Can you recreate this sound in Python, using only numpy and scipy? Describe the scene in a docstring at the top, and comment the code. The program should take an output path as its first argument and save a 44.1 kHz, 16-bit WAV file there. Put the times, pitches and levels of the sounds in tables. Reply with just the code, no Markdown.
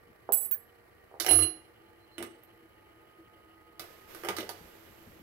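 """Case annealer on a counter

A small case annealer runs on a stone counter in a living room: coloured noise and tones make its gear motor,
over a low noise rumble that grows at the end as the phone that hears it is moved. A brass case drops onto a
towel and clinks against the pile; the next rattles into the drum, another settles in the feed wheel. Later
comes a short clatter with a soft hiss. Knocks are shaped bursts of noise, and ringing metal is a set of
fading sines. The bright sounds reach the right microphone far more than the left."""
import sys
import numpy as np
from scipy import signal
from scipy.fft import rfft, irfft, next_fast_len
from scipy.io import wavfile

SR = 44100
rng = np.random.default_rng(int(sys.argv[2]) if len(sys.argv) > 2 else 0)


def persist_wave(psi):
    """Save psi, clipped to +-1, as 16-bit WAV."""
    counts = np.round(np.clip(psi, -1, 1) * 32767).astype(np.int16)
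    wavfile.write(sys.argv[1], SR, np.atleast_2d(counts).T)


N = 230591
TIME = np.arange(N) / SR


def from_db(db):
    """Turn decibels into a gain."""
    return 10 ** (np.asarray(db) / 20)


def rms_one(x):
    """Scale a sound to an rms level of 1."""
    return x / np.sqrt(np.mean(x ** 2) + 1e-20)


def at_hz(points, hz):
    """Read a (frequency, value) table on a log-frequency axis."""
    table_hz, values = np.transpose(points)
    return np.interp(np.log(hz), np.log(table_hz), values)


def fading(t, t60):
    """Exponential decay that loses 60 dB in t60 seconds."""
    return np.exp(-np.log(1000) * t / max(t60, 1e-3))


def swell(start, attack_s, end, t60):
    """An envelope that rises from start, holds until end, then dies away."""
    rise = np.clip((TIME - start) / max(attack_s, 1e-3), 0, 1)
    return rise * fading(np.maximum(TIME - end, 0), t60)


def wander(per_s, t):
    """A random curve, with per_s random points a second joined by straight lines."""
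    knots = rng.standard_normal(int(t[-1] * per_s) + 2)
    return np.interp(t * per_s, np.arange(len(knots)), knots)


def band(x, low_hz, high_hz, order=2):
    """Keep only the sound between two frequencies."""
    edges = [low_hz, min(high_hz, .48 * SR)]
    return signal.sosfilt(signal.butter(order, edges, "band", fs=SR, output="sos"), x + 1e-18)


def resonate(x, hz, width):
    """A resonance at hz, with gain close to 1 on top and a width in Hz."""
    r = np.exp(-np.pi * width / SR)
    feed = np.array([1, 0, -1]) * (1 - r * r) / 2
    feedback = [1, -2 * r * np.cos(2 * np.pi * hz / SR), r * r]
    return signal.lfilter(feed, feedback, x + 1e-18)


def add(track, s, sound):
    """Mix a sound into a track at a time in seconds."""
    start = int(s * SR)
    track[start:start + len(sound)] += sound[:N - start]


def colour(x, gain):
    """Apply a gain that is a function of frequency."""
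    size = next_fast_len(N)
    hz = np.maximum(np.arange(size // 2 + 1) * SR / size, 1)
    return irfft(rfft(x, size) * gain(hz), size)[..., :N]


def shaded(pair, shade):
    """Give the left microphone its own tone, and let it hear 0.1 ms later than the right."""
    left = colour(pair[0], lambda hz: from_db(at_hz(shade, hz)) * np.exp(-2j * np.pi * hz * 1e-4))
    return np.array([left, pair[1]])


def steady_noise(spectrum):
    """Coloured stereo noise, most alike at both microphones in the bass; rms 1."""
    # left-right likeness, with values below zero treated as zero: (frequency [Hz], correlation [-1 to 1])
    likeness = [(60, 0.95), (180, 0.65), (550, 0.15), (1650, -0.23), (4970, -0.07), (15000, -0.27)]

    def alike(hz):
        """Likeness at a frequency, kept between 0 and 0.99."""
        return np.clip(at_hz(likeness, hz), 0, .99)

    mid, side = rng.standard_normal((2, N))
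    mid = colour(mid, lambda hz: from_db(at_hz(spectrum, hz)) * np.sqrt(1 + alike(hz)))
    side = colour(side, lambda hz: from_db(at_hz(spectrum, hz)) * np.sqrt(1 - alike(hz)))
    return rms_one(np.array([mid + side, mid - side]))


def room(x, wet_db, early_db, left_direct_db, shared_below_hz=700):
    """Direct sound, quick reflections off counter and panels, then the room's tail; the bass is mostly shared."""
    # how long the room rings: (frequency [Hz], time to lose 60 dB [s])
    room_t60 = [(100, 0.48), (500, 0.56), (3000, 0.61), (8000, .42), (15000, 0.13)]
    early_t60 = .09  # s
    t = TIME[:SR * 3 // 5]
    edges = np.geomspace(50, 20000, 10)
    response = np.zeros((2, len(t)))
    for low, high in zip(edges, edges[1:]):
        hz = np.sqrt(low * high)
        own = 1 / (1 + (shared_below_hz / hz) ** 2)  # share of power that differs between the sides
        noise = np.sqrt(own) * rng.standard_normal((2, len(t)))
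        noise += np.sqrt(1 - own) * rng.standard_normal(len(t))
        decay = from_db(wet_db) * rms_one(fading(t, at_hz(room_t60, hz)))
        decay += from_db(early_db) * rms_one(fading(t, early_t60))
        # reflections start 2 ms after the direct sound
        response += band(noise * decay * (t > .002), low, high) / np.sqrt(len(t))
    direct = x * from_db([[left_direct_db], [0]])
    return direct + signal.fftconvolve(x[None], response, axes=1)[:, :N]


def motor_and_rumble(waver=0.0016, flutter_db=1.06, shift_s=1.5):
    """Gear noise, whine and tones of the motor, over a low rumble that grows as the phone is moved.

    The tones shift about 1.5 s, soon after the case drops into the drum."""
    # colours of the gear noise and of the rumble: (frequency [Hz], relative density [dB per Hz])
    running_spectrum = [(100, -37.5), (160, -14.5), (270, -12.5), (370, 0), (480, -6.5), (700, -3.5),
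                        (950, -10), (1300, -8), (2100, -12.5), (3000, -29), (4200, -21.5), (6500, -31.5),
                        (9000, -27.5), (11500, -23.5), (16000, -28.5)]
    rumble_spectrum = [(20, -25.5), (45, -8), (75, -2.5), (115, -1.5), (160, -11), (230, -7), (400, -28.5),
                       (1500, -77.5)]
    # motor speed, as the pitch of the gear whine: (time [s], frequency [Hz])
    speed = [(1.1, 1179), (2.6, 1228), (3.1, 1242), (4.1, 1248), (4.7, 1214)]
    # motor tones, each filtered twice, before and after the shift:
    # (frequency [Hz], width of each filter [Hz], level before [dB], level after [dB])
    hum = [(328.96, 19, -78, -66), (474.3, 14, -69, -71), (862, 14, -84, -71.5), (1860, 32, -76.5, -88),
           (2966, 460, -76, -71.5), (1900, 170, -77, -76.5)]
    gears_db, rumble_start_db, base_whine_db = -60.5, -71, -72
    rumble_grows_s, rumble_db_per_s = 4.7, 13  # the phone is moved towards the end
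    panel_hz, panel_width_hz, panel_lift_db = 1246, 9, 9  # the whine grows near a resonance of the panel

    rumble_db = rumble_start_db + rumble_db_per_s * np.maximum(TIME - rumble_grows_s, 0)
    out = from_db(gears_db) * steady_noise(running_spectrum)
    out += from_db(rumble_db) * steady_noise(rumble_spectrum)

    pitch = np.interp(TIME, *np.transpose(speed))
    whine_db = base_whine_db + panel_lift_db / (1 + ((pitch - panel_hz) / panel_width_hz) ** 2)
    wobble = rms_one(band(rng.standard_normal(N), 12, 40))
    turns = np.cumsum(pitch * (1 + waver * wobble)) / SR
    out += from_db(whine_db) * np.sqrt(2) * np.sin(2 * np.pi * turns)
    # the teeth mesh unevenly; the rumble flutters along with the gears
    out *= from_db(flutter_db * rms_one(band(rng.standard_normal(N), 8, 60)))

    shifted = np.clip((TIME - shift_s) * 2 + .5, 0, 1)  # a half-second change centred on shift_s
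    for hz, width, before_db, after_db in hum:
        tone = resonate(resonate(rng.standard_normal(N), hz, width), hz, width)
        throb_db = 2.5 * rms_one(band(rng.standard_normal(N), 4, 16))
        level_db = before_db + (after_db - before_db) * shifted
        out += from_db(level_db) * rms_one(tone * from_db(throb_db))
    return out


def hiss(flutter_db=0.5):
    """Bright noise that surges, flutters a little and slowly ebbs."""
    # surges of soft hiss around the clatter: (time [s], level [dB], attack [s], time to lose 60 dB [s])
    surges = [(3.79, -51, 0.01, 2.3), (4.068, -51.5, 0.044, 9.3)]
    # colour of the hiss: (frequency [Hz], relative density [dB per Hz])
    hiss_spectrum = [(250, -3), (380, 9), (900, 0.5), (2000, 2), (4000, -5), (7000, -9), (10000, -10.5),
                     (13000, 0), (16000, -12)]
    level = sum(from_db(db) * swell(s, attack_s, s + attack_s, t60) for s, db, attack_s, t60 in surges)
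    return level * from_db(flutter_db * wander(30, TIME)) * steady_noise(hiss_spectrum)


def bumps(t60=0.2):
    """Soft shoves through the counter reach the microphones as a short low rumble."""
    # dull bumps: (time [s], level before the fade [dB])
    shoves = [(0.07, -55), (4.102, -75), (4.605, -52), (4.638, -56), (4.892, -59), (5.07, -48.5),
              (5.142, -58), (5.19, -53)]
    t, out = TIME[:SR // 3], np.zeros(N)
    for s, db in shoves:
        rumble = band(rng.standard_normal(len(t)), 37, 97)
        rumble += from_db(-5.5) * band(rng.standard_normal(len(t)), 118, 280)
        add(out, s, from_db(db) * rms_one(rumble) * fading(t, t60))
    return out


def boom():
    """Two low modes of the drum swell while the case rocks in it."""
    # low modes of the drum: (frequency [Hz], level [dB], attack [s], time to lose 60 dB [s])
    boom_modes = [(92.6, -41, .045, 0.18), (321, -43, 0.0094, 0.42)]
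    rock_start_s, rock_end_s = 1.302, 1.435
    out = np.zeros(N)
    for hz, db, attack_s, t60 in boom_modes:
        envelope = swell(rock_start_s, attack_s, rock_end_s, t60)
        out += np.sqrt(2) * from_db(db) * envelope * np.sin(2 * np.pi * hz * TIME)
    return out


def rubs(attack_s=0.01442, t60=.25, hz=4156, width_hz=25):
    """The case rubs on the turning drum: friction keeps one mode of it faintly ringing."""
    # rubs: (time [s], level [dB], length [s])
    rub_times = [(1.801, -83, 0.088), (1.99, -74.5, .1), (2.108, -66, .06), (2.46, -78.5, 0.052)]
    level = sum(from_db(db) * swell(s, attack_s, s + length, t60) for s, db, length in rub_times)
    return level * rms_one(resonate(rng.standard_normal(N), hz, width_hz))


def squeaks(start_hz=13800, end_hz=10800):
    """Brass slips on the feed wheel with a tiny falling chirp, roughened by noise."""
    # squeaks: (time [s], level [dB], length [s])
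    slips = [(2.431, -47.5, 0.01), (2.538, -58.5, 0.0031), (2.576, -61, 0.0036)]
    out = np.zeros(N)
    for s, db, length in slips:
        t = TIME[:int(length * SR)]
        chirp = signal.chirp(t, start_hz, length, end_hz) + 0.38 * rng.standard_normal(len(t))
        add(out, s, from_db(db) * np.hanning(len(t)) * chirp)
    return band(out, 8900, 16000)


def hollow_taps(hz=1700, t60=0.0395):
    """Light taps sound the air inside an empty case, which is a short stopped pipe."""
    # taps: (time [s], level [dB])
    taps = [(0.513, -50), (0.543, -44.5), (0.561, -53)]
    t, out = TIME[:SR // 5], np.zeros(N)
    for s, db in taps:
        add(out, s, from_db(db) * np.sin(2 * np.pi * hz * t) * fading(t, t60))
    return out


def thuds(contact_s=0.0008, ring_db=7.5):
    """The towel softens the landing to one smooth push; the counter top answers briefly."""
    # cases landing softly on the towel: (time [s], level of the push [dB])
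    landings = [(0.2905, -21.5), (1.113, -44), (1.141, -37), (1.155, -43.5)]
    push, t = np.zeros(N), TIME[:SR // 100]
    for s, db in landings:
        add(push, s, from_db(db) * np.sin(np.pi * np.minimum(t / contact_s, 1)) ** 2)
    knock = from_db(4) * band(push, 420, 1400)
    counter = sum(resonate(knock, hz, 35) for hz in (417.0, 514.3, 692.0, 803.0))
    return knock + from_db(ring_db) * counter


def snaps(t60=0.0113, low_hz=1100):
    """Metal meets a hard stop: a bright broadband crack, gone in about a hundredth of a second."""
    # sharp snaps: (time [s], level before filtering [dB])
    stops = [(1.1997, -23.5), (1.2647, -20.5), (2.226, -31.5), (4.2872, -24.5), (4.3655, -38),
             (4.492, -29.5)]
    t, out = TIME[:SR // 20], np.zeros(N)
    for s, db in stops:
        add(out, s, from_db(db) * rng.standard_normal(len(t)) * fading(t, t60))
    return band(out, low_hz, 16000) + band(out, 1500, 6800)


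def touches(count=3, rebound_s=.021, rebound_softens_db=3):
    """Each blow rebounds, softer every time: yields time, level, hardness, knock Hz and clack Hz."""
    # blows on the machine: (time [s], level [dB], hardness [dB], knock centre [Hz], clack centre [Hz],
    # loss per rebound [dB])
    blow_table = [(1.2005, -30, 11.5, 595, 5400, 8.5), (1.2078, -30, 9, 404, 2150, 12),
                  (1.247, -32, 5, 680, 1620, 2), (1.2635, -24.5, 6.5, 690, 1860, 1),
                  (1.2884, -29.5, 0, 680, 2020, 7), (1.309, -25.5, -3, 420, 2190, 9),
                  (1.3323, -28.5, 6.5, 403, 1400, 8), (1.3885, -29, 2.5, 571, 1201, 2.5),
                  (1.4225, -37, -3, 380.5, 1900, 5), (2.1813, -31.5, -9.5, 422, 1795, 8.5),
                  (2.2268, -34, -4.5, 333, 1840, 10), (3.7954, -36.5, 8, 600, 1400, 6),
                  (4.148, -40.5, 5.5, 556, 1140, 9), (4.2359, -35.5, -1.5, 653, 1210, 7),
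                  (4.248, -29.5, -1, 680, 1510, 5), (4.2861, -22, -4, 667, 1360, 10),
                  (4.3665, -37, 9.5, 560, 1200, 6), (4.385, -29, -1.5, 367, 2510, 6.5),
                  (4.4924, -34.5, 8, 756, 1180, 14)]
    for s, db, hardness_db, knock_hz, clack_hz, loss_db in blow_table:
        for k, uneven in enumerate(rng.standard_normal(count)):
            touch_s = s + k * rebound_s * (1 + .06 * uneven)
            yield touch_s, db - k * loss_db, hardness_db - k * rebound_softens_db, knock_hz, clack_hz


def blows(tick_db=-8, knock_db=7, low_db=-4, clack_db=4.5, crack_db=6, crack_t60=0.0074, chatter_t60=.068,
          grain_db=4, knock_spread=1.62, clack_spread=1.6, knock_loss_per_db=.5):
    """Each touch is a crack and a chatter of tiny contacts, coloured by hardness and housing resonances."""
    # resonances of the housing: (frequency [Hz], width [Hz], level [dB])
    housing_modes = [(94, 15, 7.5), (205, 45, -1), (344.2, 18, 13), (432.6, 40.1, -1), (533.8, 30, -1.5),
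                     (722, 34, 8), (830.5, 9.8, 8.5), (1217, 73, 6.5), (1474.3, 70, 1), (2030, 85, -0.5),
                     (2922, 70, 3), (4156, 250, -9), (5612, 370, -3.5)]
    t = TIME[:SR // 4]
    tick, body = np.zeros((2, N))
    for s, db, hardness_db, knock_hz, clack_hz in touches():
        noise, grains = rng.standard_normal((2, len(t)))
        envelope = from_db(crack_db) * fading(t, crack_t60) + fading(t, chatter_t60)
        force = rms_one(noise * from_db(grain_db * grains)) * envelope
        knock = from_db(knock_db) * band(force, knock_hz / knock_spread, knock_hz * knock_spread)
        knock += from_db(low_db) * band(force, 70, 200)
        clack = from_db(clack_db) * band(force, clack_hz / clack_spread, clack_hz * clack_spread)
        # a harder touch ticks more and knocks less
        add(tick, s, from_db(db + tick_db + hardness_db) * force)
        add(body, s, from_db(db - knock_loss_per_db * hardness_db) * knock + from_db(db) * clack)
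    housing = sum(from_db(db) * resonate(body, hz, width) for hz, width, db in housing_modes)
    bright = band(tick, 9300, 15000, order=3) + from_db(0.5) * band(tick, 3300, 5400)
    return from_db(-3.5) * body + housing + bright


def ringing_metal(clinks, modes, contact_db, contact_t60, swing_db=2.0, phase_wander=0.74, pivot_hz=11000):
    """A touch makes a brief contact hiss and feeds energy into each ringing mode."""
    start, end = clinks[0][0], clinks[-1][0]
    t, short = TIME[:int((end - start + .5) * SR)], TIME[:SR // 2]
    out, contact = np.zeros((2, N))
    for hz, mode_db, t60 in modes:
        energy = np.zeros(len(t) + SR)
        decay = fading(short, t60) ** 2
        for s, level_db, tilt_db in clinks:
            hit_db = level_db + mode_db + tilt_db * np.log2(hz / pivot_hz)
            add(energy, s - start, from_db(hit_db) ** 2 * decay)
        # the part turns as it rings, so each mode swells and fades on its own
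        swing, phase = wander(45, t), wander(70, t)
        tone = np.sin(2 * np.pi * hz * t + phase_wander * phase)
        add(out, start, np.sqrt(energy[:len(t)]) * from_db(swing_db * swing) * tone)
    for s, level_db, _ in clinks:
        burst = rng.standard_normal(len(short)) * fading(short, contact_t60)
        add(contact, s, from_db(level_db + contact_db) * burst)
    return out + band(contact, 8200, 11000) + from_db(-15.5) * band(contact, 2500, 4900)


def steel_rings():
    """A steel part of the machine jangles in the clatter."""
    # clinks: (time [s], level [dB], tilt [dB per octave])
    steel_clinks = [(3.795, -34, 6.5), (4.287, -47, 2), (4.368, -32, 4.5), (4.386, -41, 6),
                    (4.402, -29.5, 13), (4.492, -47, 8)]
    # ring of the part: (frequency [Hz], level [dB], time to lose 60 dB [s])
    steel_modes = [(1240, -2, .14), (1340, -2, .12), (2075, -3, .12), (2600, -5, .13), (2953, -2, .12),
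                   (3490, -7, .1), (3919, -6, .15), (4434, -5, .13), (5450, -8, .11), (6191, -7, .11),
                   (8370, -11, .13), (13400, -11, .1)]
    return ringing_metal(steel_clinks, steel_modes, contact_db=-9, contact_t60=0.02112)


def feed_rings():
    """A brass case rings as it settles in the feed wheel."""
    # clinks: (time [s], level [dB], tilt [dB per octave])
    feed_clinks = [(2.182, -43, 11.5), (2.226, -42, -2)]
    # ring of the case there: (frequency [Hz], level [dB], time to lose 60 dB [s])
    feed_modes = [(2584, -20, .12), (8441, 0, .22), (8893, -11, .12), (11210, -2, .19), (14600, -11, .13)]
    return ringing_metal(feed_clinks, feed_modes, contact_db=15, contact_t60=.015)


def pile_rings():
    """Brass clinks on brass in the pile."""
    # clinks: (time [s], level [dB], tilt [dB per octave])
    pile_clinks = [(0.3225, -19.5, 1), (0.334, -21, 8), (0.372, -24.5, -5), (0.407, -31, 8),
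                   (0.427, -38, 6), (0.447, -31.5, 6), (0.512, -36, 40), (0.545, -47, 2)]
    # ring of the cases there: (frequency [Hz], level [dB], time to lose 60 dB [s])
    pile_modes = [(7860, -5, .28), (9970, -13, .12), (10340, -3.5, .2), (11435, -12, .33), (11470, -6, .32),
                  (12530, -15, .1), (12840, -15, .24), (13600, -9, .14), (15280, -1, .135),
                  (15460, -11, .17)]
    return ringing_metal(pile_clinks, pile_modes, contact_db=-5.5, contact_t60=0.107)


def drum_rings():
    """A brass case rings as it bounces in the drum."""
    # clinks: (time [s], level [dB], tilt [dB per octave])
    drum_clinks = [(1.200, -35.5, -0.5), (1.264, -40, 0.5), (1.289, -15, -6), (1.310, -9, 2.5),
                   (1.333, -19, 0.5), (1.353, -16.5, 7.5), (1.372, -16, 4.5), (1.390, -20, -4),
                   (1.423, -19.5, -6.5), (1.433, -20, 2)]
    # ring of the case there: (frequency [Hz], level [dB], time to lose 60 dB [s])
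    drum_modes = [(2864, -21.5, .23), (3171, -35, .18), (4156, -23.5, .27), (8290, -20, .1),
                  (9184, -16, .06), (10070, -16, .25), (10450, -4.3, .22), (10720, -18, .14),
                  (11930, -23, .11), (12520, -25, .09), (13560, -24, .26), (15480, -22, .1)]
    return ringing_metal(drum_clinks, drum_modes, contact_db=-1.0, contact_t60=.03)


def scene():
    """Blows, ringing metal and hiss, brighter on the right, over the running motor and the rumble."""
    # left microphone relative to right, for the handling sounds and for the motor with the rumble:
    # (frequency [Hz], level [dB])
    near_shade = [(90, 4), (350, 2.5), (700, -4.5), (1400, -2.5), (2400, -6.5), (4500, -13.5), (8000, -27),
                  (11000, -15.5), (15000, -21)]
    motor_shade = [(90, 5), (380, 0), (700, -6), (1290, -8.5), (2380, 5), (4400, -15.5), (8000, -13.5),
                   (15000, 0.5)]
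    rings = steel_rings() + feed_rings() + pile_rings() + drum_rings()
    knocks = blows() + snaps() + thuds() + squeaks() + hollow_taps()
    near = room(knocks, wet_db=-8, early_db=-5.0, left_direct_db=-5.5)
    near += room(rings + rubs(), wet_db=-14.5, early_db=-6, left_direct_db=-3)
    near += boom() + bumps()
    return shaded(near + hiss(), near_shade) + shaded(motor_and_rumble(), motor_shade)


def record(dry):
    """The top is cut steeply above 15750 Hz."""
    return signal.sosfilt(signal.ellip(10, .3, 80, 15750, fs=SR, output="sos"), dry)


dry = scene()
out = record(dry)
persist_wave(out)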